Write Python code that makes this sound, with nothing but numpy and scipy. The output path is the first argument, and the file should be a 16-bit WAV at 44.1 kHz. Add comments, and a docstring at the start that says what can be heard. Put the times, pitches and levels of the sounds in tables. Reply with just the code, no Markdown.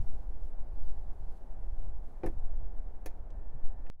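"""Wind buffets the microphone as a powered car boot lid lowers, its drives hissing over distant traffic.
The lid lands with a thud: its sheet metal booms, the latch snaps over, trapped air gives a low push.
The lock motor whines faintly, the bolt clacks home, and the motor whines again between two ticks.
Just before the end, everything drops away at once."""
import sys
import numpy as np
from scipy import signal
from scipy.fft import rfft, irfft
from scipy.io import wavfile

SR = 44100
rng = np.random.default_rng(int(sys.argv[2]) if len(sys.argv) > 2 else 0)


def inscribe(sig):
    """Save sig as 16-bit PCM at rate SR to the path in sys.argv[1].

    A 1-D sig is mono; a 2-D sig holds one channel per row.
    Samples are clipped to [-1, 1] before scaling.
    """
    pcm = np.round(np.clip(np.atleast_2d(sig).T, -1, 1) * 32767)
    wavfile.write(sys.argv[1], SR, pcm.astype(np.int16))


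N = 176400
TIME = np.arange(N) / SR

# blows as the lid touches, seats, is caught and is locked: t/s, boom level/dB, rattle level/dB
LID_BLOWS = [(2.2343, 0, 0), (2.2424, 0, -12), (2.2673, -7.5, -7), (3.0598, -23, -18)]
# low modes of its sheet metal: f/Hz, level/dB, t60/s
BOOM_MODES = [(90, -44, .3), (158, -44, .18), (202, -38, .11), (276, -45, .2), (320, -29.3, .125),
              (360, -42, .17), (387, -45, .18), (425, -36.5, .15), (463, -44.5, .19), (521, -40, .12),
              (664, -45, .17), (752, -48, .1), (868, -48, .09)]
# its dense higher modes: f/Hz, level/dB
RATTLE_EQ = [(400, -3.5), (850, -2), (1200, -14.5), (2400, -15.5), (3000, -33.5), (4800, -34), (7000, -43),
             (15000, -57)]
# snaps of the catch and of the lock bolt: t/s, level/dB, brightness/(dB per octave)
CATCH_HITS = [(2.2597, -6, 1.9), (2.2643, -0.5, -1.5)]
BOLT_HITS = [(3.0588, -6, 7.5), (3.0606, 6, -1.4), (3.1075, -17, -3), (3.1275, -30, -1)]
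# the steel modes of each: f/Hz, level/dB, t60/s
CATCH_RING = [(1145, -60, .07), (1455, -51, .065), (1745, -39, .055), (1820, -45.5, .04), (2195, -52, .06),
              (2900, -60, .09), (3456, -65, .1), (5480, -57, .06), (6620, -59, .08), (7850, -63, .08),
              (9490, -56, .045), (11460, -54, .07)]
BOLT_RING = [(323, -56, .16), (732, -48, .12), (900, -50, .07), (1757, -47, .07), (2015, -52, .07),
             (2415, -47, .06), (2530, -53, .05), (4285, -62, .07), (4560, -62, .05), (5560, -55, .055),
             (6110, -57, .05), (6680, -65, .07), (10950, -57, .05), (11225, -55, .055), (11920, -54, .05),
             (12820, -60, .05)]
# the crack of each: f/Hz, level/dB
CATCH_EQ = [(400, 12.5), (900, -6), (1250, 2), (2300, -1), (3100, -10.5), (4700, -14), (6000, -11),
            (8500, -16), (10200, -9.5), (11600, -8), (12400, -19), (15500, -21)]
BOLT_EQ = [(280, 8), (500, 15.5), (850, -4.5), (1300, 0), (2400, -0.5), (3000, -8.5), (4400, -3),
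           (5000, -10.5), (6500, -2.5), (8300, -16), (10000, -6), (12500, -12), (14000, -19), (15500, -17)]
# light ticks of the mechanism: t/s, level/dB, low-pass f/Hz, t60/s
TICK_HITS = [(1.8113, -65.5, 2600, .018), (2.5451, -72, 8000, .012), (3.3034, -65.5, 6000, .04),
             (3.8646, -58, 2100, .045)]
# their tone: f/Hz, level/dB
TICK_EQ = [(1400, -10), (1800, 0), (2200, -8), (2700, -4), (3700, -9), (7000, -7), (12000, -12)]
# runs of the lock motor: start t/s, end t/s, f/Hz, level/dB
MOTOR_RUNS = [(2.446, 2.793, 1765, -85.5), (3.28, 3.893, 1777, -80)]
# fader on the drives' hiss: t/s, level/dB
HISS_FADER = [(0, -77.5), (0.2, -81.5), (0.38, -84.5), (0.45, -77.5), (0.53, -90), (0.7, -86.5),
              (0.86, -83), (1.08, -85), (1.36, -82.5), (1.55, -86.5), (2.0, -84.5), (2.22, -83.5),
              (2.35, -84), (2.6, -88.5), (3.2, -92)]
# its tone: f/Hz, level/dB
HISS_EQ = [(1500, -6.5), (2800, 3.5), (4700, 1.5), (7000, 0.5), (11500, -0.5), (15500, -7.5)]
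# rubbing tones of the moving lid: start t/s, end t/s, f/Hz, glide/(Hz per s), width/Hz, level/dB
RUB_TONES = [(-0.06, 0.1, 5500, 0, 25, -85), (0.02, 0.35, 4600, 0, 300, -94),
             (0.58, 1.08, 4700, -400, 330, -87), (0.6, 1.04, 14700, -5000, 500, -90.5),
             (1.1, 1.45, 4400, 0, 500, -92)]
# scuffs as the lid lowers: t/s, half length/s, level/dB
SCUFF_SWELLS = [(0.46, .035, -86), (0.85, 0.051, -83.5), (0.995, 0.017, -80), (1.312, 0.016, -80.5),
                (1.371, 0.0084, -79)]
# their tone: f/Hz, level/dB
SCUFF_EQ = [(1800, -8), (3000, 1), (5500, 0), (8000, -6), (11000, 0), (13000, -12)]
# fader on the wind's rumble, and its brief buffets: t/s, level/dB
GUST_FADER = [(0.02, -30), (0.21, -32), (0.55, -34), (0.8, -32), (1.05, -33.5), (1.42, -39), (1.87, -30.5),
              (2.0, -36), (2.29, -33), (2.38, -29), (2.62, -28), (2.81, -35), (3.02, -35.5), (3.07, -35),
              (3.58, -37), (3.88, -36.5)]
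BUFFET_PEAKS = [(0.016, -40), (0.86, -68), (1.219, -52.5), (1.86, -54.5), (3.56, -52.5)]
# the tone of each: f/Hz, level/dB
RUMBLE_EQ = [(1.5, 5), (4, 9), (11, 2), (21, -8.5), (32, -11.5), (45, -16.5), (60, -22), (88, -28),
             (118, -38.5), (160, -48), (220, -54)]
BUFFET_EQ = [(50, 0.5), (90, -3), (140, -6.5), (250, -31)]
# distant traffic and open air: f/Hz, level/dB
TRAFFIC_EQ = [(110, -5.5), (170, 2.5), (240, 0.5), (310, 0), (450, -2), (800, -1), (1000, -9), (1200, -15),
              (1550, -17.5), (2200, -26), (3200, -36.5), (6000, -41.5), (15500, -46)]


def lid_thud(boom_trim_db=0.5, rattle_trim_db=-42.5, seal_s=0.0003):
    """Sheet metal booms in its low modes, cushioned by the rubber seal, with a short rattle on top."""
    metal, out = noise(RATTLE_EQ), 0
    for start, boom_db, rattle_db in LID_BLOWS:
        boom = sum((-1) ** k * ring([start], [boom_trim_db + boom_db + db], hz, t60)
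                   for k, (hz, db, t60) in enumerate(BOOM_MODES))
        cushion = 1 - np.exp(-np.maximum(TIME - start, 0) / seal_s)
        rattle = metal * from_db(rattle_trim_db + rattle_db) * decay(start, t60=0.095)
        out += boom * cushion + rattle
    return out


def latch(hits, modes, crack_eq, ring_db):
    """Steel snaps over: a few ringing modes, a sharp crack and a fainter tail."""
    starts, hit_db, tilts = np.transpose(hits)
    pivot_hz, out = 3000, 0  # each hit's brightness tilts around this pivot
    for k, (hz, db, t60) in enumerate(modes):
        levels = hit_db + ring_db + db + tilts * np.log2(hz / pivot_hz)
        out += (-1) ** k * ring(starts, levels, hz, t60)
    for start, level, tilt in hits:
        tilted_eq = [(hz, db + tilt * np.log2(hz / pivot_hz)) for hz, db in crack_eq]
        crack = from_db(level - 47.5) * decay(start, t60=0.041)
        tail = from_db(level - 57.5) * decay(start, t60=0.12)  # housing and lid ring on
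        out += noise(tilted_eq) * (crack + tail)
    return out


def air_push():
    """Air trapped under the lid gives one sub-bass shove."""
    return -ring(starts=[2.259], levels_db=[-17], hz=17, t60=0.12)


def ticks():
    """Small contacts inside the lid, muffled by its trim."""
    grain, out = noise(TICK_EQ), 0
    for start, db, cutoff_hz, t60 in TICK_HITS:
        muffled = signal.sosfilt(signal.butter(3, cutoff_hz, fs=SR, output="sos"), grain)
        out += from_db(db) * decay(start, t60) * rms_one(muffled)
    return out


def lock_motor():
    """The small motor runs with a thin, slightly wavering whine."""
    waver_hz = 5.5 * drift(15)
    return sum(from_db(db) * gate(start, end, ramp_s=0.025) * sine(hz + waver_hz)
               for start, end, hz, db in MOTOR_RUNS)


def lid_drives(grains_per_s=1300):
    """The drives hiss while the lowering lid rubs in wavering tones and scuffs a few times."""
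    hiss = from_db(in_time(HISS_FADER)) * noise(HISS_EQ, flicker_db=1.1)
    rubs = 0
    for start, end, hz, glide, width_hz, db in RUB_TONES:
        pitch = hz + glide * (TIME - start) + 0.7 * width_hz * drift(25)
        narrow_band = rms_one(drift(width_hz) * sine(pitch))
        arch = np.sqrt(gate(start, end, ramp_s=(end - start) / 2))
        rubs += from_db(db) * arch * narrow_band
    grains = (rng.random(N) < grains_per_s / SR) * rng.standard_normal(N)
    scuff_level = sum(from_db(db) * swell(t, half_s) for t, half_s, db in SCUFF_SWELLS)
    return hiss + rubs + equalise(grains, SCUFF_EQ) * scuff_level


def wind(rumble_trim_db=6.5, fade_in_s=0.0053):
    """Gusts rumble on the microphone, with buffets that reach a little higher."""
    gust_level = from_db(rumble_trim_db + in_time(GUST_FADER))
    rumble = gust_level * noise(RUMBLE_EQ, flicker_db=1.6, flicker_hz=5)
    buffets = noise(BUFFET_EQ) * sum(from_db(db) * swell(t, half_s=0.021) for t, db in BUFFET_PEAKS)
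    return (rumble + buffets) * np.minimum(TIME / fade_in_s, 1)


def traffic():
    """Distant traffic lays down a dull, nearly steady bed."""
    return from_db(-59.5) * noise(TRAFFIC_EQ, flicker_db=0.68)


def from_db(db):
    """Decibels to gain."""
    return 10 ** (np.asarray(db) / 20)


def rms_one(x):
    """Scale to rms 1."""
    return x / np.sqrt(np.mean(x ** 2) + 1e-20)


def in_time(rows):
    """A fader curve at every sample."""
    return np.interp(TIME, *np.transpose(rows))


def sine(hz):
    """An oscillator that follows a pitch curve."""
    return np.sin(2 * np.pi * np.cumsum(hz) / SR)


def drift(rate_hz):
    """A smooth random wobble with spread 1."""
    hop, run_in = 40, 2000
    pole = np.exp(-2 * np.pi * hop * rate_hz / SR)
    white = rng.standard_normal(N // hop + run_in + 2)
    slow = signal.lfilter([1], [1, -2 * pole, pole * pole], white)[run_in:]
    return np.interp(np.arange(N) / hop, np.arange(len(slow)), rms_one(slow))


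def equalise(x, eq):
    """Apply an EQ curve, falling 24 dB per octave beyond its ends; rms 1."""
    hz, db = np.transpose(eq)
    octave, knots = np.log2(np.arange(N // 2 + 1) * SR / N + 1e-3), np.log2(hz)
    outside = np.abs(octave - np.clip(octave, knots[0], knots[-1]))
    gain = from_db(np.interp(octave, knots, db) - 24 * outside)
    return rms_one(irfft(rfft(x) * gain, N))


def noise(eq, flicker_db=0, flicker_hz=14):
    """Coloured noise with an optional level flicker; rms 1."""
    return rms_one(equalise(rng.standard_normal(N), eq) * from_db(flicker_db * drift(flicker_hz)))


def ring(starts, levels_db, hz, t60):
    """One mode, struck at the given times and levels."""
    out, age = np.zeros(N + SR), TIME[:SR]
    tone = np.sin(2 * np.pi * hz * age) * from_db(-60 * age / t60)
    for start, db in zip(starts, levels_db):
        i = int(start * SR)
        out[i:i + SR] += from_db(db) * tone
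    return out[:N]


def decay(start, t60):
    """A hard attack that dies away."""
    age = TIME - start
    return np.clip(age * 3000, 0, 1) * from_db(-60 * np.clip(age / t60, 0, 4))


def swell(centre, half_s):
    """A bell-shaped rise and fall."""
    return np.exp(-0.5 * np.minimum(((TIME - centre) / half_s) ** 2, 100))


def gate(start, end, ramp_s):
    """Fade in, hold, fade out."""
    return np.clip(np.minimum(TIME - start, end - TIME) / ramp_s, 0, 1)


def end_drop(db, start_s=3.9, fall_s=0.00006):
    """The level drops abruptly near the end."""
    return from_db(db * np.clip((TIME - start_s) / fall_s, 0, 1))


def scene():
    """The lid and its lock over traffic and wind, in mono."""
    bed = traffic()
    catch = latch(CATCH_HITS, CATCH_RING, CATCH_EQ, ring_db=-10.5)
    bolt = latch(BOLT_HITS, BOLT_RING, BOLT_EQ, ring_db=-9)
    car = lid_drives() + lid_thud() + catch + air_push() + bolt + ticks() + lock_motor()
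    return np.array([(car + bed) * end_drop(db=-20) + wind() * end_drop(db=-11)])


def record(dry):
    """A steep high cut at 15.8 kHz."""
    return signal.sosfilt(signal.ellip(10, 0.1, 80, 15800, fs=SR, output="sos"), dry)


dry = scene()
out = record(dry)
inscribe(out)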